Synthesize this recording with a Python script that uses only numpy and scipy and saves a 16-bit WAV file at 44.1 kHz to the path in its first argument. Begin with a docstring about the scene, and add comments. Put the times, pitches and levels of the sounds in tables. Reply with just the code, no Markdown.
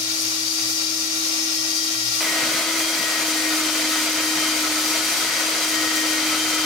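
"""A wet-dry vacuum runs while its hose is worked over an old engine in a garage.
The motor hums at its shaft rate, whines at its blade rates and speeds up when the nozzle is choked.
Turbulent air rushes in the hose and whistles at the rim, over a faint low drone.
Heard first close to the hissing nozzle, then from farther back, where the machine roars
and the hose howls and bumps about."""
import sys
import numpy as np
from scipy.fft import rfft, irfft
from scipy.io import wavfile

SR = 44100
rng = np.random.default_rng(int(sys.argv[2]) if len(sys.argv) > 2 else 0)


def inscribe(sig):
    """Save sig as 16-bit PCM at rate SR to the path in sys.argv[1].

    A 1-D sig is mono; a 2-D sig holds one channel per row.
    Samples are clipped to [-1, 1] before scaling.
    """
    pcm = np.round(np.clip(np.atleast_2d(sig).T, -1, 1) * 32767)
    wavfile.write(sys.argv[1], SR, pcm.astype(np.int16))


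N = 293260
T = np.arange(N) / SR
HZ = np.maximum(np.arange(N // 2 + 1) * SR / N, 1)
FAR_SCENE_START_S = 2.203
FAR = np.clip((T - FAR_SCENE_START_S) / .004, 0, 1)   # 0 close, 1 far
LEFT_RIGHT = np.array([[1], [-1]])


def from_db(db):
    """Decibels to gain."""
    return 10 ** (np.asarray(db) / 20)


def unit_rms(x):
    """Scale to unit power."""
    return x / np.sqrt(np.mean(x ** 2) + 1e-20)


def over_time(rows):
    """Curve columns at every sample."""
    time_s, *columns = np.transpose(rows)
    return [np.interp(T, time_s, c) for c in columns]


def over_hz(rows):
    """Spectrum columns at every frequency."""
    freq_hz, *columns = np.transpose(rows)
    return np.array([np.interp(np.log(HZ), np.log(freq_hz), c) for c in columns])


def by_place(close, far):
    """One value beside the nozzle, another farther back."""
    return close * (1 - FAR) + far * FAR


def gate(start_s, end_s, fade_s):
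    """Fade in around start_s, hold at 1, fade out around end_s."""
    return np.clip(.5 + np.minimum(T - start_s, end_s - T) / fade_s, 0, 1)


def drift(rate_hz):
    """Slow random motion, RMS 1."""
    return unit_rms(irfft(rfft(rng.standard_normal(N)) / (1 + (HZ / rate_hz) ** 2), N))


def pan(pan_db):
    """Stereo gains; positive leans left."""
    return from_db(LEFT_RIGHT * pan_db / 2)


def narrow_noise(pitch_hz, width_hz, pan_db):
    """Stereo noise ringing in one resonance; the pitch may move."""
    mid, side = [drift(width_hz * .8) + 1j * drift(width_hz * .8) for _ in range(2)]
    pair = mid + .5 * side * LEFT_RIGHT
    carrier = np.exp(2j * np.pi * np.cumsum(pitch_hz * np.ones(N)) / SR)
    return unit_rms((pair * carrier).real) * pan(pan_db)


# time_s, pitch_hz, level_db
DRONE_CURVE = [(0, 59.2, -51.5), (1.9, 60, -57), (2.19, 58.4, -46), (2.24, 58, -58), (2.6, 57, -63),
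               (3.3, 53.9, -63), (4.0, 46.3, -60.5), (6.65, 45.8, -59.5)]
# harmonic, close_gain_db, far_gain_db
DRONE_PARTIALS = [(1, -26, -9), (2, 0, -2), (3, -22, -3)]


def drone(waver_db=2.8):
    """A faint low drone that sinks in pitch."""
    pitch_hz, level_db = over_time(DRONE_CURVE)
    turns = np.cumsum(pitch_hz * (1 + .00754 * drift(5.6))) / SR
    partials = np.zeros(N)
    for harmonic, close_db, far_db in DRONE_PARTIALS:
        gain = from_db(by_place(close_db, far_db) + waver_db * drift(8.7))
        partials += gain * np.sin(2 * np.pi * harmonic * turns)
    return np.sqrt(2) * from_db(level_db) * partials


# start_s, level_db, decay_s, pitch_hz
HOSE_BUMPS = [(2.424, -37, .04, 220), (2.53, -36, .04, 240), (2.988, -35, .022, 220),
              (3.045, -43, .03, 250), (4.362, -36, .025, 255), (4.415, -37, .02, 255)]


def hose_bumps(rise_s=.003, q=2.5):
    """The ribbed hose knocks and drags: low shudders that die at once."""
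    out = np.zeros(N)
    for start_s, level_db, decay_s, pitch_hz in HOSE_BUMPS:
        age_s = np.maximum(T - start_s, 0)
        body = 1 / (1 + 1j * q * (HZ / pitch_hz - pitch_hz / HZ))
        shudder = unit_rms(irfft(rfft(rng.standard_normal(N)) * body, N))
        envelope = (1 - np.exp(-age_s / rise_s)) * np.exp(-age_s / decay_s)
        out += from_db(level_db) * shudder * envelope
    return out


# time_s, arch_fraction
HOSE_ARCH = [(2.2, 0.2), (2.6, 0), (3.4, 0.3), (3.9, 0.45), (4.3, 0.8), (4.6, 0.9), (5.0, 0.99),
             (5.4, 0.77), (6.0, 0.75), (6.65, 1)]
# pitch_hz, width_hz, lying_db, arched_db
HOSE_AIR_MODES = [(653, 33, -41.5, -53), (1310, 10, -67, -36.5), (2122, 32, -38, -49), (2415, 23, -42, -41),
                  (4757, 91, -38, -35)]


def hose_howl():
    """Air modes trade strength as the hose is raised into an arch; heard only from farther back."""
    arch, = over_time(HOSE_ARCH)
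    out = np.zeros((2, N))
    for pitch_hz, width_hz, lying_db, arched_db in HOSE_AIR_MODES:
        level_db = lying_db + (arched_db - lying_db) * arch
        out += from_db(level_db) * narrow_noise(pitch_hz, width_hz, pan_db=6)
    return FAR * out


# start_s, end_s, start_hz, end_hz, width_hz, level_db
RIM_WHISTLES = [(.1, .95, 4700, 4710, 110, -35), (.55, 1.15, 5560, 5420, 170, -37),
                (1.17, 1.78, 5250, 5290, 100, -34.5), (1.25, 1.68, 6130, 6230, 180, -39),
                (1.7, 1.9, 4760, 4790, 65, -32.5), (1.69, 1.9, 5590, 5580, 150, -38),
                (1.95, 2.22, 4850, 4850, 140, -37), (2.0, 2.25, 5260, 5240, 130, -37),
                (4.86, 4.97, 5000, 5400, 900, -33)]


def nozzle_whistles():
    """Breathy whistles swell and fade as the gap between rim and an edge closes and opens."""
    out = np.zeros((2, N))
    for start_s, end_s, start_hz, end_hz, width_hz, level_db in RIM_WHISTLES:
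        progress = np.clip((T - start_s) / (end_s - start_s), 0, 1)
        swell = np.sqrt(np.abs(np.sin(np.pi * progress)))
        pitch_hz = start_hz + (end_hz - start_hz) * progress
        out += from_db(level_db) * swell * narrow_noise(pitch_hz, width_hz, pan_db=10.5)
    return out


def metal_echoes(hiss, strength=.32, sway_s=.00006, count=5):
    """Engine bay reflections comb the hiss; the comb slides as the nozzle moves."""
    out = hiss.copy()
    for channel in range(2):
        for delay_s in rng.uniform(.002, .014, count):
            out[channel] += strength * np.interp(T - delay_s - sway_s * drift(.46), T, hiss[channel], left=0)
    return out / np.sqrt(1 + count * strength ** 2)


# start_s, end_s, roar_lift_db, edge_lift_db
NOZZLE_SKIMS = [(.14, .35, 0.5, 0.7), (.66, .77, 0, 2.5), (1.213, 1.36, 2, 1.9), (1.87, 2.0, 1.1, 0.5),
                (2.128, 2.227, 1.5, 2), (2.4, 2.623, 1.7, 0.7), (2.66, 2.878, -0.3, 1),
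                (3.22, 4.096, -0.1, 1.3), (4.84, 4.938, 0.4, 3), (5.02, 5.2, -0.3, 2),
                (5.323, 5.48, .8, 1.5)]


def air_surges_db():
    """Roar and edge hiss gains: steady suction, surging where the nozzle skims a surface."""
    roar_db, edge_db = by_place(.07, -.63), by_place(-.9, -.5)
    for start_s, end_s, roar_lift_db, edge_lift_db in NOZZLE_SKIMS:
        skim = gate(start_s, end_s, fade_s=.075)
        roar_db += roar_lift_db * skim
        edge_db += edge_lift_db * skim
    return roar_db, edge_db


def turbulence(spectrum, resonances, correlation):
    """Stereo air noise shaped by the cavities it passes through."""
    lift_db = sum(db / (1 + (2 * (HZ - hz) / width_hz) ** 2) for hz, width_hz, db in resonances)
    alike = np.clip(over_hz(correlation)[0], -.999, .999)
    mid, side = rfft(rng.standard_normal((2, N)))
    pair = np.sqrt((1 + alike) / 2) * mid + np.sqrt((1 - alike) / 2) * side * LEFT_RIGHT
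    return irfft(pair * from_db(over_hz(spectrum) + lift_db) * np.sqrt(SR / 2), N)


# freq_hz, left_db_per_hz, right_db_per_hz
CLOSE_AIR_SPECTRUM = [(30, -103.1, -103.2), (110, -84, -87), (202, -84, -85.5), (276, -69.5, -78),
                      (380, -90, -87), (515, -79, -70.5), (1590, -75.5, -73), (3290, -67, -68),
                      (4700, -58.5, -67.5), (6550, -58, -64), (7580, -69, -68.5), (10000, -69.5, -70),
                      (13000, -75.5, -73), (15500, -93, -74)]
FAR_AIR_SPECTRUM = [(30, -92, -92), (72, -89, -91), (130, -70, -70), (156, -79, -79.5), (251, -66.5, -68.5),
                    (452, -66, -72.5), (474, -63.5, -63), (800, -67, -68.5), (2080, -62, -63),
                    (3330, -60.5, -64), (6420, -60, -62.5), (8130, -66, -67), (9300, -65.5, -67.5),
                    (15500, -74.5, -74)]
# freq_hz, width_hz, lift_db
NOZZLE_RESONANCES = [(1160, 21, 10.5), (1365, 92, 11), (2370, 170, 7.5), (2770, 42, 8), (3540, 41, 7),
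                     (4580, 410, 4.5), (5540, 570, 3.5), (8450, 414, 2)]
CANISTER_AND_BAY_RESONANCES = [(263.7, 4.2, 10), (678, 110, 5), (1003, 130, 2.5), (1281, 75, 9),
                               (1463, 52, 8.5), (2004, 40, 8), (2126, 41, 5.5), (2315, 150, 3.5),
                               (4060, 100, 4.5), (4535, 130, 4), (5890, 77, 4.5), (5780, 59, -0.5),
                               (8450, 150, 6)]
# freq_hz, left_right_correlation
CLOSE_AIR_CORRELATION = [(130, .995), (300, 1), (650, 0.8), (1400, -0.33), (3000, 0.02), (6500, 0.057),
                         (15000, 1)]
FAR_AIR_CORRELATION = [(130, .998), (300, 1), (650, 0.97), (1400, 0.78), (3000, 0.44), (7000, 0.35),
                       (15000, .3)]


def airflow(roar_hz=3500, edge_hz=8500, jet_share=.34, gust_db=1.0, tremble_db=1.05):
    """Roar in the hose, jet in the nozzle, fine hiss where the rim nears a surface."""
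    close = turbulence(CLOSE_AIR_SPECTRUM, NOZZLE_RESONANCES, CLOSE_AIR_CORRELATION)
    far = turbulence(FAR_AIR_SPECTRUM, CANISTER_AND_BAY_RESONANCES, FAR_AIR_CORRELATION)
    air = by_place(close, far)
    roar_db, edge_db = air_surges_db()
    edge_db += tremble_db * drift(22)   # the rim gap trembles in the hand
    roar = irfft(rfft(air) / (1 + (HZ / roar_hz) ** 4), N)
    edge = irfft(rfft(air) / (1 + (edge_hz / HZ) ** 6), N)
    jet = air - roar - edge
    hiss = jet * from_db(jet_share * (roar_db + edge_db)) + edge * from_db(edge_db)
    return roar * from_db(roar_db + gust_db * drift(20)) + metal_echoes(hiss)


def tone(turns, level_db, pan_db, lead_rad, flutter):
    """A stereo tone; moving air and reflections flutter its strength and phase."""
    shared = drift(23) + 1j * drift(20)
    per_channel = np.array([drift(12) + 1j * drift(4.9) for _ in range(2)])
    carrier = np.exp(2j * np.pi * (turns + rng.random()) + .5j * LEFT_RIGHT * lead_rad)
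    fluttering = carrier * (1 + flutter * (shared + per_channel))
    return from_db(level_db) * pan(pan_db) * unit_rms(fluttering.real)


# start_s, ramp_s, end_s, change_hz
NOZZLE_CHOKES = [(-1, .2, 2.2, 9.0), (2.43, .22, 2.94, 8.8), (4.02, .15, 4.45, 1.6),
                 (4.45, .14, 4.72, -2.6), (4.84, .37, 5.19, 10.0), (5.23, .43, 6.23, 1.4)]


def shaft_change_hz(settle_s=.32):
    """A choked nozzle unloads the fan and speeds it up; a wide open one slows it."""
    out = np.zeros(N)
    for start_s, ramp_s, end_s, change_hz in NOZZLE_CHOKES:
        ramp = np.clip((T - start_s) / ramp_s, 0, 1)
        settle = np.exp(-np.maximum(T - end_s, 0) / settle_s)
        out += change_hz * ramp * settle
    return out


# start_s, end_s, shaft_order, level_db
WHINE_FLARES = [(1.03, 2.2, 6, -43), (1.55, 2.12, 10, -42), (2.25, 2.45, 6, -32), (2.68, 2.8, 6, -38.5),
                (2.79, 2.97, 10, -34), (2.98, 3.24, 6, -33), (3.36, 3.55, 6, -34.5), (3.63, 4.3, 10, -37),
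                (3.87, 4.03, 6, -37), (4.16, 4.48, 6, -37), (4.37, 4.53, 10, -32), (4.96, 5.08, 10, -34.5),
                (5.25, 5.42, 6, -33), (5.6, 6.3, 10, -35.2), (5.72, 6.2, 6, -32.5), (6.3, 6.7, 10, -31.7)]


def blade_whine(turns, order, rest_db, pan_db, lead_rad):
    """The fan blades whine at a multiple of the shaft rate, flaring while the path is clear."""
    flare_db = sum((level_db - rest_db) * gate(start_s, end_s, fade_s=.05)
                   for start_s, end_s, shaft_order, level_db in WHINE_FLARES if shaft_order == order)
    return tone(turns * order, rest_db + flare_db, pan_db, lead_rad, flutter=.17)


# arm and hose cross the hum's path: centre_s, half_width_s, change_db
HUM_SWELLS_AND_DIPS = [(1.39, .36, 2.5), (2.12, .07, -6), (2.81, .14, 4), (3.09, .09, -3.5),
                       (3.53, .18, 3.5), (4.35, .1, 2.5), (4.68, .2, -1.5), (5.15, .025, -12),
                       (5.33, .055, -14), (5.61, .09, -3.5), (6.0, .4, 2.2)]
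# shaft_order, close_db, far_db
MOTOR_OVERTONES = [(2, -59, -57), (3, -69, -48.5), (12, -41.5, -47.5), (18, -56, -45), (24, -79, -68)]


def motor(free_hz=312.3, hum_loss_db_per_hz=.51):
    """Rotor imbalance hums once a turn, under two blade whines and weak overtones."""
    change_hz = shaft_change_hz()
    turns = np.cumsum((free_hz + change_hz) * (1 + .000494 * drift(18.6))) / SR
    swells_db = sum(change_db * np.exp(-((T - centre_s) / half_width_s) ** 2)
                    for centre_s, half_width_s, change_db in HUM_SWELLS_AND_DIPS)
    hum_db = by_place(-32.5, -31) - hum_loss_db_per_hz * change_hz + swells_db
    out = tone(turns, hum_db, pan_db=by_place(-1, .28), lead_rad=-.093, flutter=.091)
    out += blade_whine(turns, order=6, rest_db=by_place(-47.5, -44),
                       pan_db=by_place(1.9, 7.9), lead_rad=by_place(1.7, 1.18))
    out += blade_whine(turns, order=10, rest_db=by_place(-51, -40),
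                       pan_db=by_place(3.1, 4.6), lead_rad=-.16)
    for order, close_db, far_db in MOTOR_OVERTONES:
        level_db = by_place(close_db, far_db)
        out += tone(turns * order, level_db, pan_db=10, lead_rad=by_place(-1.4, -.1), flutter=.31)
    return out


def scene():
    """Motor, air, hose and drone together."""
    return motor() + airflow() + nozzle_whistles() + hose_howl() + hose_bumps() + drone()


def record(dry):
    """Steep low-pass."""
    cutoff_hz = 15750
    return irfft(rfft(dry) / np.sqrt(1 + (HZ / cutoff_hz) ** 300), N)


dry = scene()
out = record(dry)
inscribe(out)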